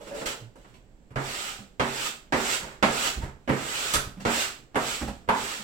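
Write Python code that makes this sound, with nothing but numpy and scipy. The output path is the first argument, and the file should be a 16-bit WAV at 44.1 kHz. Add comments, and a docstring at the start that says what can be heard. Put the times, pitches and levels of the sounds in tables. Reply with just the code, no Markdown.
"""First a hollow rustle amid quick, light rubs; then a wet sponge slaps a papered wall and drags along it.
Strokes are two noises, foam hiss and dull wall drag, whose levels follow speed and pressure.
Slaps are bursts of squeezed air and water; thuds are slow pushes into the floor as the kneeling worker
shifts weight. Strokes, slaps, thuds and rustle ring in a small hard room and reach two microphones
a hand apart, over steady faint room noise and a low rumble that swells as the body moves."""
import sys
import numpy as np
from scipy import signal
from scipy.fft import rfft, irfft
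from scipy.io import wavfile
from scipy.ndimage import uniform_filter1d

SR = 44100
rng = np.random.default_rng(int(sys.argv[2]) if len(sys.argv) > 2 else 0)


def bounce(signal):
    """Save signal as a 16-bit WAV file at the path given by the first command-line argument."""
    frames = np.transpose(np.atleast_2d(signal))
    limited = np.clip(frames, -1, 1)
    pcm = np.round(limited * 32767).astype(np.int16)
    wavfile.write(sys.argv[1], SR, pcm)


def volts_from_db(level):
    """Convert decibel levels to linear amplitude ratios."""
    exponent = np.asarray(level, float) / 20
    return 10 ** exponent


N = 248283  # samples in the scene


# Sponge moving on the paper; levels are relative:
# start_s, speeding_up_s, full_speed_s, lifting_off_s, hiss_level_db (full speed), drag_level_db (landing)
STROKES = [(0.0, 0.0086, 0.051, .05, -49, -64), (.066, .004, .01, 0.099, -44.5, -52),
           (.136, 0.013, 0.073, 0.042, -40.5, -44.5), (0.254, 0.0033, 0.0069, 0.022, -23, -37),
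           (.262, 0.013, 0.043, 0.04, -34.5, -42), (.556, 0.0088, 0.062, 0.044, -61, -74),
           (.645, 0.033, 0.019, .08, -60, -73), (.732, 0.0069, 0.0066, 0.088, -58, -63),
           (1.105, .005, .005, .07, -67, -57), (1.17, 0.12, 0.19, 0.22, -32.5, -37),
           (1.795, 0.27, .005, .085, -27, -34.5), (2.325, 0.2, 0.0087, 0.12, -23, -32),
           (2.6, 0.027, .06, 0.23, -49, -39), (2.826, 0.23, 0.0037, 0.15, -23, -31),
           (3.211, 0.0071, 0.0029, 0.12, -44, -35.5), (3.492, 0.26, 0.18, .03, -28.5, -30.5),
           (3.934, 0.003, 0.0075, 0.017, -20, -47), (3.94, 0.012, 0.0037, 0.05, -28.5, -50),
           (4.195, .006, .005, 0.057, -41, -47), (4.25, 0.086, 0.078, 0.17, -24.5, -41),
           (4.753, 0.13, 0.0082, 0.32, -27, -37.5), (5.03, 0.048, 0.027, 0.029, -59, -49),
           (5.303, 0.083, .13, 0.36, -32, -35)]
# Foam on paper, as the microphones colour it: frequency_hz, relative_density_db (per Hz)
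HISS_SPECTRUM = [(410, -36), (700, -10), (819, -0.5), (886, -13.5), (1310, 3), (1710, -3), (2880, 1.5),
                 (6480, -6), (7690, -1.5), (9230, -13.5), (15200, -15), (16000, -11.5)]
# The wall shaken by the stroke: frequency_hz, relative_density_db (per Hz)
DRAG_SPECTRUM = [(60, 5), (150, -3), (400, 8.5), (1000, 7), (2000, 3), (3200, -11.5), (5000, -55)]
TOUCH_S = 0.0091  # linear onset of contact
LANDING_DB, SPEED_UP = -15, 0.79  # hiss starts this far below full speed and climbs along this power
LIFT_DB, LIFT_SHAPE = -38, 1.095  # fall after one lift-off time, and the power it follows
DRAG_LIFT = 0.61  # share of that fall, in dB, taken by the drag
DRAG_DB_PER_S = -66  # the landing pressure eases off
DRAG_UNDER_HISS_DB = -14  # a part of the drag follows the speed
JOLT_DB, JOLT_CONTACTS = -9, 1.53  # wall shake under the slap level; its decay in contact times


def strokes(grain_db=2.0):
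    """Friction noise: countless foam pores catch on the paper and shake the wall."""
    t = np.arange(N) / SR
    hiss_gain, drag_gain = np.zeros(N), np.zeros(N)
    for start_s, rise_s, hold_s, lift_s, hiss_db, drag_db in STROKES:
        since = np.maximum(t - start_s, 0)
        touch = np.minimum(since / TOUCH_S, 1)
        lift_progress = np.maximum(since - rise_s - hold_s, 0) / lift_s
        lift_db = LIFT_DB * lift_progress ** LIFT_SHAPE
        landing_db = LANDING_DB * (1 - np.minimum(since / rise_s, 1) ** SPEED_UP)
        speed = touch * volts_from_db(hiss_db + landing_db + lift_db)
        pressure = touch * volts_from_db(drag_db + DRAG_DB_PER_S * since + DRAG_LIFT * lift_db)
        hiss_gain += speed
        drag_gain += pressure + volts_from_db(DRAG_UNDER_HISS_DB) * speed
    for start_s, level_db, pitch_hz, width, splash_db, push_db in SLAPS:
        since = np.maximum(t - start_s, 0)
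        decay = np.exp(-since / (JOLT_CONTACTS * contact(splash_db)))
        drag_gain += (t > start_s) * volts_from_db(level_db + JOLT_DB) * decay
    grain = volts_from_db(grain_db * np.minimum(rng.exponential(1, (2, N)), 5))  # uneven catches
    pores = rng.standard_normal((2, N)) * grain
    hiss = coloured(pores[0], HISS_SPECTRUM) * hiss_gain
    return hiss + coloured(pores[1], DRAG_SPECTRUM) * drag_gain


CONTACT_S, HALVING_DB = 0.0014, 11.5  # contact at 0 dB splash; it doubles per this drop in splash


def contact(splash_db):
    """Impact duration: a crisper landing is shorter; gives its decay time in seconds."""
    return max(CONTACT_S * 2 ** (-splash_db / HALVING_DB), .001)


# Sponge landing flat: start_s, level_db (nominal peak), pitch_hz (trapped air),
# width (share of pitch), splash_level_db and push_level_db (relative to the hollow burst)
SLAPS = [(.068, -34, 415, 0.22, -19, -24), (.106, -41, 560, 0.19, -20, -20),
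         (.213, -26, 575, 0.27, -19, -31), (.258, -28.5, 1200, 3.9, 8, -22),
         (.556, -39.5, 505, 0.28, -16, -14), (.645, -44.5, 1000, 1.6, -26, -22),
         (0.728, -50, 280, .8, -15, -12), (.741, -49, 2620, 0.57, -10, -17),
         (1.106, -35, 410, 0.62, -20, 4), (1.158, -17.5, 650, 1.5, -37, -4.5),
         (1.7965, -13.5, 626, 2.5, -37.5, -13.5), (2.323, -12.5, 503, 3.1, -38, -18),
         (2.826, -7.5, 640, 1.95, -27, -17.5), (3.476, -19, 396, 0.52, -29, -15),
         (3.492, -11, 320, 0.59, -24.5, -9.5), (3.937, -14, 1380, 0.25, 4.5, -27),
         (3.957, -19, 1330, 0.2, -22, -13), (4.197, -36, 298, 1.5, -17, -5),
         (4.251, -13.5, 493, 6.3, -47, -9), (4.745, -26, 298, 1.1, -41, -30),
         (4.756, -12, 680, 0.76, -21, -16.5), (5.277, -30.5, 300, 0.77, -25, -7),
         (5.288, -10, 906, 0.21, -25, -17.5)]


def slap(pitch_hz, width, splash_db, push_db, smack=11):
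    """Impact excitation: a smack, then a hollow burst of air, a splash of treble and a push on the wall."""
    t = np.arange(round(.1 * SR)) / SR
    envelope = np.clip(t / 0.00029, 0, 1) * np.exp(-t / contact(splash_db))
    burst = rng.standard_normal((2, len(t))) * envelope
    burst[:, 30] += smack * np.linalg.norm(burst[0]) / 10
    burst = smoothed(burst, 120, 4000) * (t < .05)
    trapped_air = ring(burst[0], pitch_hz, width * pitch_hz)
    hollow = evened(signal.lfilter(*signal.butter(1, 2500, fs=SR), trapped_air))
    wet_face = signal.lfilter(*signal.butter(2, [130, 1400], "band", fs=SR), burst[0])
    hollow += .5 * evened(wet_face)  # the whole wet face lands
    splash = signal.lfilter(*signal.butter(2, [1500, 10500], "band", fs=SR), burst[1])
    push = t ** 2 * np.exp(-t / 0.002) * np.sin(2 * np.pi * 110 * t)  # the panel gives a moment later
    return evened(hollow) + volts_from_db(splash_db) * evened(splash) + volts_from_db(push_db) * evened(push)


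# Weight landing on the floor: deepest_push_s, level_db (nominal peak), pitch_hz,
# push_length_s (Gaussian spread), knock_level_db (relative to the push)
THUDS = [(.44, -32, 117, 0.019, -13), (.72, -45.5, 120, 0.025, -18), (1.62, -33.5, 121, 0.018, 11),
         (2.64, -34.5, 60, 0.0089, 0), (3.18, -19.5, 70, 0.0082, -13), (3.237, -20.5, 70, 0.0051, -5.5),
         (3.96, -22.5, 66, 0.01, -12), (4.075, -27, 62, 0.0029, -9), (4.175, -30, 200, 0.0027, -4),
         (4.21, -36, 214, 0.0061, -9), (4.62, -46, 133.4, 0.017, 3), (5.032, -19, 65.7, 0.011, 2),
         (5.09, -21, 60, 0.0083, -4), (5.605, -34.5, 220, 0.01, -5)]


def thud(pitch_hz, length_s, knock_db):
    """Forced motion of the boards: a soft swell, deepest at 50 ms, with a dull knock as contact begins."""
    t = np.arange(SR // 10) / SR - 1 / 20
    push = -np.cos(2 * np.pi * pitch_hz * t) * np.exp(-(t / length_s) ** 2 / 2)
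    since = np.maximum(t + 2.0 * length_s, 0)
    strike = rng.standard_normal(len(t)) * since * np.exp(-since / 0.011)
    knock = ring(strike, 147, 133)
    return evened(push) + volts_from_db(knock_db) * evened(knock)


# Short rubs: peak_s, relative_level_db
RUSTLE_RUBS = [(0.001, -35), (.07, -56), (0.12, -32.5), (0.15, -31), (0.218, -34), (0.267, -34), (.31, -46)]
# Hollow resonances of the rustle: pitch_hz, width_hz, relative_level_db
RUSTLE_BODY = [(384, 50, -5), (458, 30, 7), (560, 44, 4.5), (700, 200, -33)]
RUB_RISE_DB_PER_S, RUB_FALL_DB_PER_S = 500, 358


def rustle():
    """Resonant filtering: noise in a few hollow resonances swells and fades with each rub."""
    t, noise = np.arange(N) / SR, rng.standard_normal(N)
    body = sum(volts_from_db(db) * ring(noise, hz, width_hz) for hz, width_hz, db in RUSTLE_BODY)
    rubs = np.zeros(N)
    for peak_s, level_db in RUSTLE_RUBS:
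        slope_db = np.minimum(RUB_RISE_DB_PER_S * (t - peak_s), RUB_FALL_DB_PER_S * (peak_s - t))
        rubs += volts_from_db(level_db + slope_db)
    return evened(body) * rubs


# Faint room noise: frequency_hz, relative_density_db (per Hz)
HUSH_SPECTRUM = [(35, 5), (60, -3), (250, -6.5), (323, -8), (593, -9.5), (1220, -23), (1620, -21.5),
                 (6580, -33), (7750, -25.5), (8920, -45), (16000, -36)]
HUSH_DB = -57.5  # rms over both channels
# The floor flexing as the body moves: time_s, level_db (rms, midway between the channels)
RUMBLE = [(0.0, -69), (0.09, -57.5), (3.06, -59.5), (3.26, -43), (3.4, -63.5), (3.9, -54), (3.97, -44),
          (4.31, -60), (5.08, -56), (5.63, -68)]


def hush():
    """Background noise: steady faint room noise over a low rumble that swells as the body moves."""
    hz = np.fft.rfftfreq(N, 1 / SR)
    time_s, level_db = np.transpose(RUMBLE)
    low_band = (hz / 30) ** 2 / (1 + (hz / 38) ** 6)
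    rumble = evened(irfft(rfft(rng.standard_normal(N)) * low_band, N))
    rumble = volts_from_db(np.interp(np.arange(N) / SR, time_s, level_db)) * rumble
    rumble = rumble * volts_from_db([[-1.6], [1.6]])  # left, right: the same rumble in both microphones
    noise = pair(N, lambda hz, s: np.ones((len(hz), len(s))))
    faint = irfft(rfft(noise, axis=1) * volts_from_db(read(HUSH_SPECTRUM, hz)), N, axis=1)
    return volts_from_db(HUSH_DB) * evened(faint) + rumble


# Standing waves between the close walls: pitch_hz, relative_level_db, t60_s
ROOM_MODES = [(60, -4, 0.23), (70, -4.5, 0.16), (134.9, 7, 0.37), (195.9, 7, 0.3), (234.5, 2.5, 0.49),
              (272, 5.5, 0.19), (335.4, -5.5, 0.33), (387.3, -4, 0.61), (427.7, -2, 0.28), (543, 6, 0.14)]
# Late decay of the dense echoes: frequency_hz, t60_s
ROOM_T60 = [(150, 0.58), (500, 0.4), (2000, 0.35), (5000, 0.35), (8000, 0.32), (10500, 0.31), (15000, 0.35)]
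RIGHT_LEAD = 16  # samples by which the right microphone hears the wall earlier


def room(direct_db=-10, modes_db=-52, gap_s=0.0026, dense_above_hz=350, right_db=4,
         early_db=3, early_t60=0.11):
    """Reverberation from a random spot: direct sound, standing waves, dense echoes that first fall fast."""
    t = np.arange(SR // 2) / SR

    def dense_spectrum(hz, s):
        late = volts_from_db(-60 * s / read(ROOM_T60, hz))
        early = volts_from_db(early_db - 60 * s / early_t60)
        return np.hypot(late, early) / np.sqrt(1 + (dense_above_hz / (hz + 1)) ** 4)

    dense = smoothed(pair(len(t), dense_spectrum), 100, 500)
    dense = dense * np.clip(t / gap_s, 0, 1) * np.clip(10 - 20 * t, 0, 1)  # fade-in and end fade
    dense /= np.linalg.norm(dense[0])
    count = len(ROOM_MODES)
    strength = rng.uniform(0.49, 1, (count, 2, 1))  # by spot and microphone
    strength = strength * rng.choice([-1, 1], (count, 1, 1))
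    waves = 0
    for k, (hz, db, t60) in zip(strength, ROOM_MODES):
        waves = waves + k * volts_from_db(db - 60 * t / t60) * np.sin(2 * np.pi * hz * t)
    response = dense + waves * volts_from_db([[modes_db], [modes_db + right_db]])
    response[[0, 1], [RIGHT_LEAD, 0]] += volts_from_db([direct_db, direct_db + right_db])
    return response


def moving(dry, spots, dwell_s=.012):
    """Moving source: the hand passes from spot to spot, crossfading the echoes every dwell_s."""
    place = np.arange(N) / SR / dwell_s % len(spots)
    out = 0
    for k, response in enumerate(spots):
        away = abs((place - k + len(spots) / 2) % len(spots) - len(spots) / 2)
        share = dry * np.cos(np.pi / 2 * np.minimum(away, 1))
        out = out + signal.oaconvolve(share[None], response, axes=1)[:, :N]
    return out


def heard(dry, peak_db, response, crest=3.5):
    """Convolution with the room; the nominal peak stands a crest above the rms of the loudest 30 ms."""
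    wet = signal.fftconvolve(dry[None], response, axes=1)
    loudest = np.sqrt(uniform_filter1d(wet.mean(0) ** 2, size=1300).max())
    return volts_from_db(peak_db) * wet / (crest * loudest)


# Coherence of the two channels: frequency_hz, likeness (-1 to 1)
LIKENESS = [(60, 1), (180, 0.66), (550, 0.67), (1650, -0.21), (4970, 0.14), (15000, -0.44)]
# Channel balance: frequency_hz, left_over_right_db
LEAN = [(60, -1), (180, -11), (550, -3), (1650, -5), (5500, -3), (7800, -7.5), (10000, -3.5), (15000, -2.5)]


def pair(count, magnitude):
    """Partly coherent noise, alike in the bass; magnitude(hz, s) shapes its short-time spectrum."""
    frames = count // 128 + 5
    hz = np.fft.rfftfreq(512, 1 / SR)[:, None]
    a, b, c, d = rng.standard_normal((frames, 257, 4)).T
    same = np.clip(read(LIKENESS, hz), -1, 1)
    left, other = a + 1j * b, c + 1j * d
    right = (same * left + np.sqrt(1 - same ** 2) * other) * volts_from_db(-read(LEAN, hz))
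    z = np.array([left, right]) * magnitude(hz, np.arange(frames) * 128 / SR)
    return signal.istft(z, nperseg=512, noverlap=384)[1][:, :count]


def ring(x, hz, width_hz):
    """Resonance: a two-pole peak of gain 1."""
    return signal.lfilter(*signal.iirpeak(hz, hz / width_hz, SR), x)


def coloured(x, points):
    """Spectral shaping: filters x by a spectrum table, then scales it to rms 1."""
    gain = volts_from_db(read(points, np.fft.rfftfreq(len(x), 1 / SR)))
    return evened(irfft(rfft(x) * gain, len(x)))


def smoothed(x, narrow_hz, wide_hz):
    """Spectral averaging: irons out chance humps of the spectrum between the two widths."""
    z, bins_per_hz = rfft(x), x.shape[-1] / SR
    power = abs(z) ** 2
    narrow = uniform_filter1d(power, size=round(narrow_hz * bins_per_hz) + 1, axis=-1)
    wide = uniform_filter1d(power, size=round(wide_hz * bins_per_hz) + 1, axis=-1)
    return irfft(z * np.sqrt(wide / (narrow + 1e-20)), x.shape[-1])


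def evened(x):
    """Power normalisation: scales to rms 1."""
    return x / np.sqrt(np.mean(x ** 2) + 1e-20)


def read(points, hz):
    """Logarithmic interpolation: reads a (frequency_hz, value) table on a log-frequency axis."""
    f, value = np.transpose(points)
    return np.interp(np.log(hz + 1), np.log(f + 1), value)


def add(mix, start_s, sound):
    """Superposition: mixes a two-channel sound in at start_s."""
    part = mix[:, round(start_s * SR):][:, :sound.shape[1]]
    part += sound[:, :part.shape[1]]


def scene():
    """Superposition of strokes, slaps, thuds and rustle over the hush."""
    spots = [room() for _ in range(12)]
    mix = moving(volts_from_db(-4.5) * strokes(), spots)
    mix = mix + moving(volts_from_db(-6) * rustle(), spots[:3], dwell_s=0.081) + hush()
    for k, (start_s, level_db, *colour) in enumerate(SLAPS):
        add(mix, start_s, heard(slap(*colour), level_db, spots[k % len(spots)]))
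    for k, (deepest_s, level_db, *colour) in enumerate(THUDS):
        response = spots[k % len(spots)].copy()
        response[:, 0] += [1.2, 1.8]  # the boards carry the push straight to the microphones
        add(mix, deepest_s - 1 / 20, heard(thud(*colour), level_db, response))
    return mix


def top_cut(x):
    """Nothing passes above the cut-off."""
    return signal.sosfilt(signal.butter(12, 16620, fs=SR, output="sos"), x)


def record(dry):
    """Band limiting: a linear-phase low-pass at 16 kHz finishes the mix."""
    edge = signal.firwin(301, 16000, window=("kaiser", 9), fs=SR)
    finished = signal.oaconvolve(dry, edge[None], "same")
    return top_cut(finished)


dry = scene()
out = record(dry)
bounce(out)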